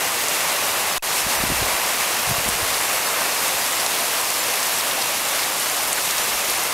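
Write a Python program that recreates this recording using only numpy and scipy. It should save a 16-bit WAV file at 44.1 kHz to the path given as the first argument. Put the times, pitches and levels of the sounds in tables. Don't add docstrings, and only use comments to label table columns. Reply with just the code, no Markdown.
import sys
import numpy as np
from scipy import signal
from scipy.fft import rfft, irfft, next_fast_len
from scipy.io import wavfile
from scipy.ndimage import uniform_filter1d, map_coordinates

SR = 44100
rng = np.random.default_rng(int(sys.argv[2]) if len(sys.argv) > 2 else 0)


def undo_db(level):
    steps = np.asarray(level, float) / 20
    return 10 ** steps


def inscribe(sig):
    pcm = np.round(np.clip(np.atleast_2d(sig).T, -1, 1) * 32767)
    wavfile.write(sys.argv[1], SR, pcm.astype(np.int16))


N = 296793
TOP_HZ = 15735

# [t/s, level/dB]
DOWNPOUR = [
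    (0.0, -22),
    (0.75, -21),
    (0.92, -22),
    (1.14, -21.5),
    (1.31, -21),
    (2.34, -21.5),
    (3.07, -21.5),
    (5.77, -22),
    (6.73, -21.5),
]
# [t/s, share]
FACING_LEAVES = [(0, 0.25), (.7, 0.1), (1.1, 0), (1.4, 0.04), (2.0, .1), (2.6, 0.25), (3.3, .3),
                 (4.0, 0.97), (4.8, 0.6), (5.6, 0.8), (6.2, 1), (6.73, .8)]
# [f/Hz, level/dB per Hz]
ROAR_SPECTRUM = [(9.4, -59), (16, -25), (37, -24.5), (70, -16), (103, -14), (260, -10), (290, -7.5),
                 (323, -8), (456, -5), (486, -3), (658, -0.5), (1110, 0), (1460, -4), (2070, -2.5),
                 (2800, -4), (3640, -53), (6160, -120)]
# [f/Hz, level/dB per Hz]
HISS_SPECTRUM = [(1710, -31.5), (2900, -1), (12300, -3.5), (14600, -9), (15700, -14.5)]
# [f/Hz, level/dB]
NEAR_RESPONSE = [(300, -60), (900, -6), (1500, 0), (12000, 0), (14500, -6), (15700, -16), (16500, -40)]
UNLIKE_BLOCKS = [.067, .184, .32, .32, 0.344, .602, .602, .925, 1.297, 1.39, 1.39, 1.39, 2.203, 2.203,
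                 2.272, 2.67, 2.67, 3.063, 3.063, 3.363, 3.387, 4.407, 4.71, 4.71, 4.71, 5.64, 5.64, 6.243,
                 6.661]
# [t/s, peak level/dB, ring f/Hz]
BIG_DROPS = [(0.2854, -12.7, 7493), (0.4063, -15.3, 2842), (0.4846, -14.8, 10077), (2.2929, -14.4, 11369),
             (2.4888, -11.1, 9646), (2.8129, -14.5, 9819), (3.4813, -14.3, 8096), (3.664, -14.5, 6632),
             (3.7271, -14.2, 7751), (3.7997, -13.8, 5857), (3.864, -9.0, 5254), (4.2148, -14.9, 10594),
             (4.3039, -14.5, 7579), (4.6298, -13.1, 6287), (4.7876, -14.2, 11541), (4.8095, -14.8, 4565),
             (4.9127, -14.4, 3359), (5.0237, -13.0, 4823), (5.2863, -15.6, 8268), (5.359, -13.2, 12316),
             (5.4334, -13.7, 4392), (5.6005, -13.3, 9905), (5.6992, -14.5, 7321), (5.7682, -14.8, 8613),
             (5.8346, -15.3, 9991), (5.9305, -9.4, 9130), (6.1104, -13.7, 5857), (6.1816, -13.5, 6632),
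             (6.4983, -12.6, 5857), (6.6376, -15.6, 9733)]
# [centre t/s,
# level/dB, centre f/Hz]
FROND_SPILLS = [(0.289, -37, 8000), (0.663, -45, 497), (2.295, -33, 11313), (2.494, -28.0, 9513),
                (2.744, -31.5, 4000), (3.26, -29, 750), (3.806, -33, 5656), (3.866, -30, 6727),
                (4.634, -33, 6727), (4.919, -34, 3363), (5.024, -36, 4756), (5.388, -34, 2800),
                (5.933, -29, 8000), (5.986, -31, 1500), (6.111, -30, 6727), (6.186, -32, 5656),
                (6.505, -29, 11313),
                (3.22, -33, 1000),
    (3.30, -40, 800),
    (4.66, -31, 7000),
    (5.88, -31, 12000),
]
# [start t/s, end t/s]
MUTE_SPAN = (.9812, 1.0240)
# [centre t/s, peak level/dB, f/Hz]
SWITCH_RING = (.9955, -39, 2600)
# [peak t/s, buffet level/dB]
GUST_FRONTS = [(1.27, -37), (1.365, -40), (1.415, -41), (1.47, -34), (1.515, -29), (1.61, -30.5),
               (2.285, -39), (2.315, -37), (2.39, -35), (2.49, -36), (2.555, -37), (2.635, -39), (5.9, -50),
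               (6.19, -48), (6.35, -46), (6.55, -45), (2.72, -46), (2.82, -48)]
# [f/Hz, level/dB per Hz]
BUFFET_SPECTRUM = [(12, -39), (20, 0), (54, 13), (125, -1), (162, -5), (258, -19), (400, -1), (520, -40),
                   (880, -120)]
# [t/s, peak level/dB, f/Hz]
EDDIES = [(1.2675, -22, 191), (1.403, -31, 209), (1.439, -16.5, 205), (1.4666, -30, 116),
          (1.4755, -30, 193), (1.4944, -27, 164), (1.5096, -25, 195), (1.522, -17, 206), (1.6028, -36, 135),
          (1.514, -25, 95), (1.6205, -19, 110), (1.6304, -34, 160), (2.2778, -25, 111), (2.2985, -22, 134),
          (2.3145, -17, 145), (2.3226, -22, 144), (2.3871, -24, 118), (2.463, -27.0, 209),
          (2.4892, -18.5, 202), (2.5564, -30, 147),
          (1.439, -22, 380),
    (1.503, -16, 300),
    (1.520, -22, 400),
    (1.6286, -16.5, 400),
    (2.48, -27, 210),
    (2.631, -28, 90),
]


def unit(x):
    return x / np.sqrt(np.mean(x ** 2) + 1e-20)


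def along(points, hz):
    f, v = np.transpose(points)
    return np.interp(np.log(hz + 1), np.log(f + 1), v)


def over_time(rows):
    s, value = np.transpose(rows)
    return np.interp(np.arange(N) / SR, s, value)


def wobble(rate):
    knots = rng.standard_normal(int(N * rate / SR) + 4)
    return map_coordinates(knots, [np.arange(N) * rate / SR])


def coloured(x, spectrum):
    m = next_fast_len(N + 8192)
    response = undo_db(along(spectrum, np.fft.rfftfreq(m, 1 / SR)))
    return unit(irfft(rfft(x, m) * response, m)[:N])


def patchy(patchy_db):
    z = signal.stft(rng.standard_normal(N), nperseg=512)[2]
    field = uniform_filter1d(rng.standard_normal(z.shape), size=12, axis=0)
    field = uniform_filter1d(field, size=6, axis=1)
    return unit(signal.istft(z * undo_db(patchy_db * unit(field)), nperseg=512)[1][:N])


def rings(s, size, hz, cycles, count):
    t = np.arange(count) / SR
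    wave = size[:, None] * np.sin(2 * np.pi * hz[:, None] * t)
    wave = wave * undo_db(-60 * t * hz[:, None] / cycles)
    where = np.round(s * SR).astype(int)[:, None] + np.arange(count)
    return np.bincount(where.ravel(), wave.ravel(), N + count)[:N]


def patter(count, spread_db):
    when, big, sign = rng.random((count, 3)).T
    size = undo_db(-spread_db * np.log(1.012 - big)) * np.sign(sign - .5)
    return unit(np.bincount((when * N).astype(int), size, N))


def rain():
    pour_db, facing = over_time(DOWNPOUR), over_time(FACING_LEAVES)
    shower = wobble(21.76)
    roar = patchy(patchy_db=0.56) + 0.29 * patter(count=9000, spread_db=2.5)
    hiss = patchy(patchy_db=.9) + .6 * patter(count=12000, spread_db=2.8)
    roar_db = pour_db - 3.5 - 1.52 * facing + .35 * wobble(6)
    hiss_db = pour_db - 2.5 + 0.5 * facing + .35 * wobble(6)
    far = undo_db(roar_db + 0.32 * shower) * coloured(roar, ROAR_SPECTRUM)
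    leaves = undo_db(hiss_db + 0.54 * shower) * coloured(hiss, HISS_SPECTRUM)
    return far + leaves


def ticks():
    when, big, pitch = rng.random((2000, 3)).T
    size = undo_db(-24.5 - 3.5 * np.log(1.035 - big))
    return rings(when * N / SR, size, 1200 * 10 ** pitch, cycles=5.1, count=160)


def unlike_bands(mono):
    pair = np.array([mono, mono])
    block, width_hz = 2048, 1500
    hz = np.fft.rfftfreq(block, 1 / SR)
    window = np.sin(np.pi * np.arange(block) / block) ** 1.7
    lows_hz = rng.permutation(np.linspace(4200, 14400, len(UNLIKE_BLOCKS)))
    shifted = np.roll(mono, SR // 8)
    for centre, low_hz in zip(UNLIKE_BLOCKS, lows_hz):
        at = round(centre * SR) - block // 2
        band = (hz > low_hz) & (hz < low_hz + width_hz)
        own = irfft(band * rfft(mono[at:at + block]))
        other = irfft(band * rfft(shifted[at:at + block]))
        pair[:, at:at + block] += window * (undo_db(-2.5) * other * [[1], [-1]] - 0.28 * own)
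    return pair


def drops():
    s, db, hz = np.transpose(BIG_DROPS)
    db = db + 4 * np.log2(np.minimum(hz / 6500, 1))
    out = np.zeros(N)
    modes = [(1, 0), (1.22, -2), (.82, -4)]
    for k, (ratio, rel_db) in enumerate(modes):
        start = s - .0004 + .00012 * k
        mode_hz = np.minimum(ratio * hz, 14000)
        out += rings(start, undo_db(db + 2 + rel_db), mode_hz, cycles=26, count=260)
    return out


def splashes():
    out, t = np.zeros(N + SR), np.arange(SR // 12) / SR
    shape = t / 0.0044 * np.exp(1 - t / 0.0049)
    for s, db, hz in FROND_SPILLS:
        edges_hz = [hz * .8, min(hz * 1.25, TOP_HZ)]
        band = signal.butter(2, edges_hz, "bandpass", fs=SR, output="sos")
        spray = unit(signal.sosfilt(band, rng.standard_normal(len(t))))
        out[round((s - .007) * SR):][:len(t)] += undo_db(db + 4.5) * shape * spray
    return out[:N]


def recovery(s, tau):
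    t = np.arange(N) / SR
    return np.exp(-np.abs(t - s) / tau) * (t >= s)


def input_gain():
    t = np.arange(N) / SR
    start, end = MUTE_SPAN
    ducks = sum(-2 * recovery(s + .002, 0.035) for s, db, hz in BIG_DROPS if db > -12.5)
    back = -6.5 * recovery(end, .012) - 1 * recovery(end, .3)
    leak = np.maximum(-26 - 650 * (t - start), -41)
    return np.where((t >= start) & (t < end), leak, ducks + back)


def capacitor_discharge():
    return -undo_db(-35) * recovery(MUTE_SPAN[0], .04)


def switch_ring():
    t = np.arange(N) / SR
    s, db, hz = SWITCH_RING
    return undo_db(db) * np.sin(2 * np.pi * hz * t) * np.exp(-((t - s) / .003) ** 2)


def wind():
    t = np.arange(N) / SR
    strength = np.zeros(N)
    for s, db in GUST_FRONTS:
        before, after = np.maximum(s - t, 0), np.maximum(t - s, 0)
        rise = undo_db(db - 380 * before)
        fall = undo_db(-300 * after) + undo_db(-11 - 70 * after)
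        strength = np.maximum(strength, rise * fall)
    buffet = coloured(rng.standard_normal(N), BUFFET_SPECTRUM)
    out = strength * undo_db(-1.0) * unit(undo_db(2.2 * wobble(30)) * buffet)
    for s, db, hz in EDDIES:
        near = slice(round((s - .03) * SR), round((s + .03) * SR))
        u = (t[near] - s) * hz
        out[near] += undo_db(db - .5) * np.cos(2 * np.pi * u - .5) * np.exp(-(u / .58) ** 2)
    return out


def scene():
    near = ticks() + drops()
    near = coloured(near, NEAR_RESPONSE) * np.std(near)
    return np.tile(rain() + near + splashes() + wind(), (2, 1))


def band_limit(x):
    return signal.sosfilt(signal.butter(12, 15870, fs=SR, output="sos"), x)


def record(dry):
    mono = dry[0] * undo_db(input_gain()) + capacitor_discharge() + switch_ring()
    mono = irfft(rfft(mono) * (np.fft.rfftfreq(N, 1 / SR) < TOP_HZ), N)
    return band_limit(unlike_bands(mono))


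dry = scene()
out = record(dry)
inscribe(out)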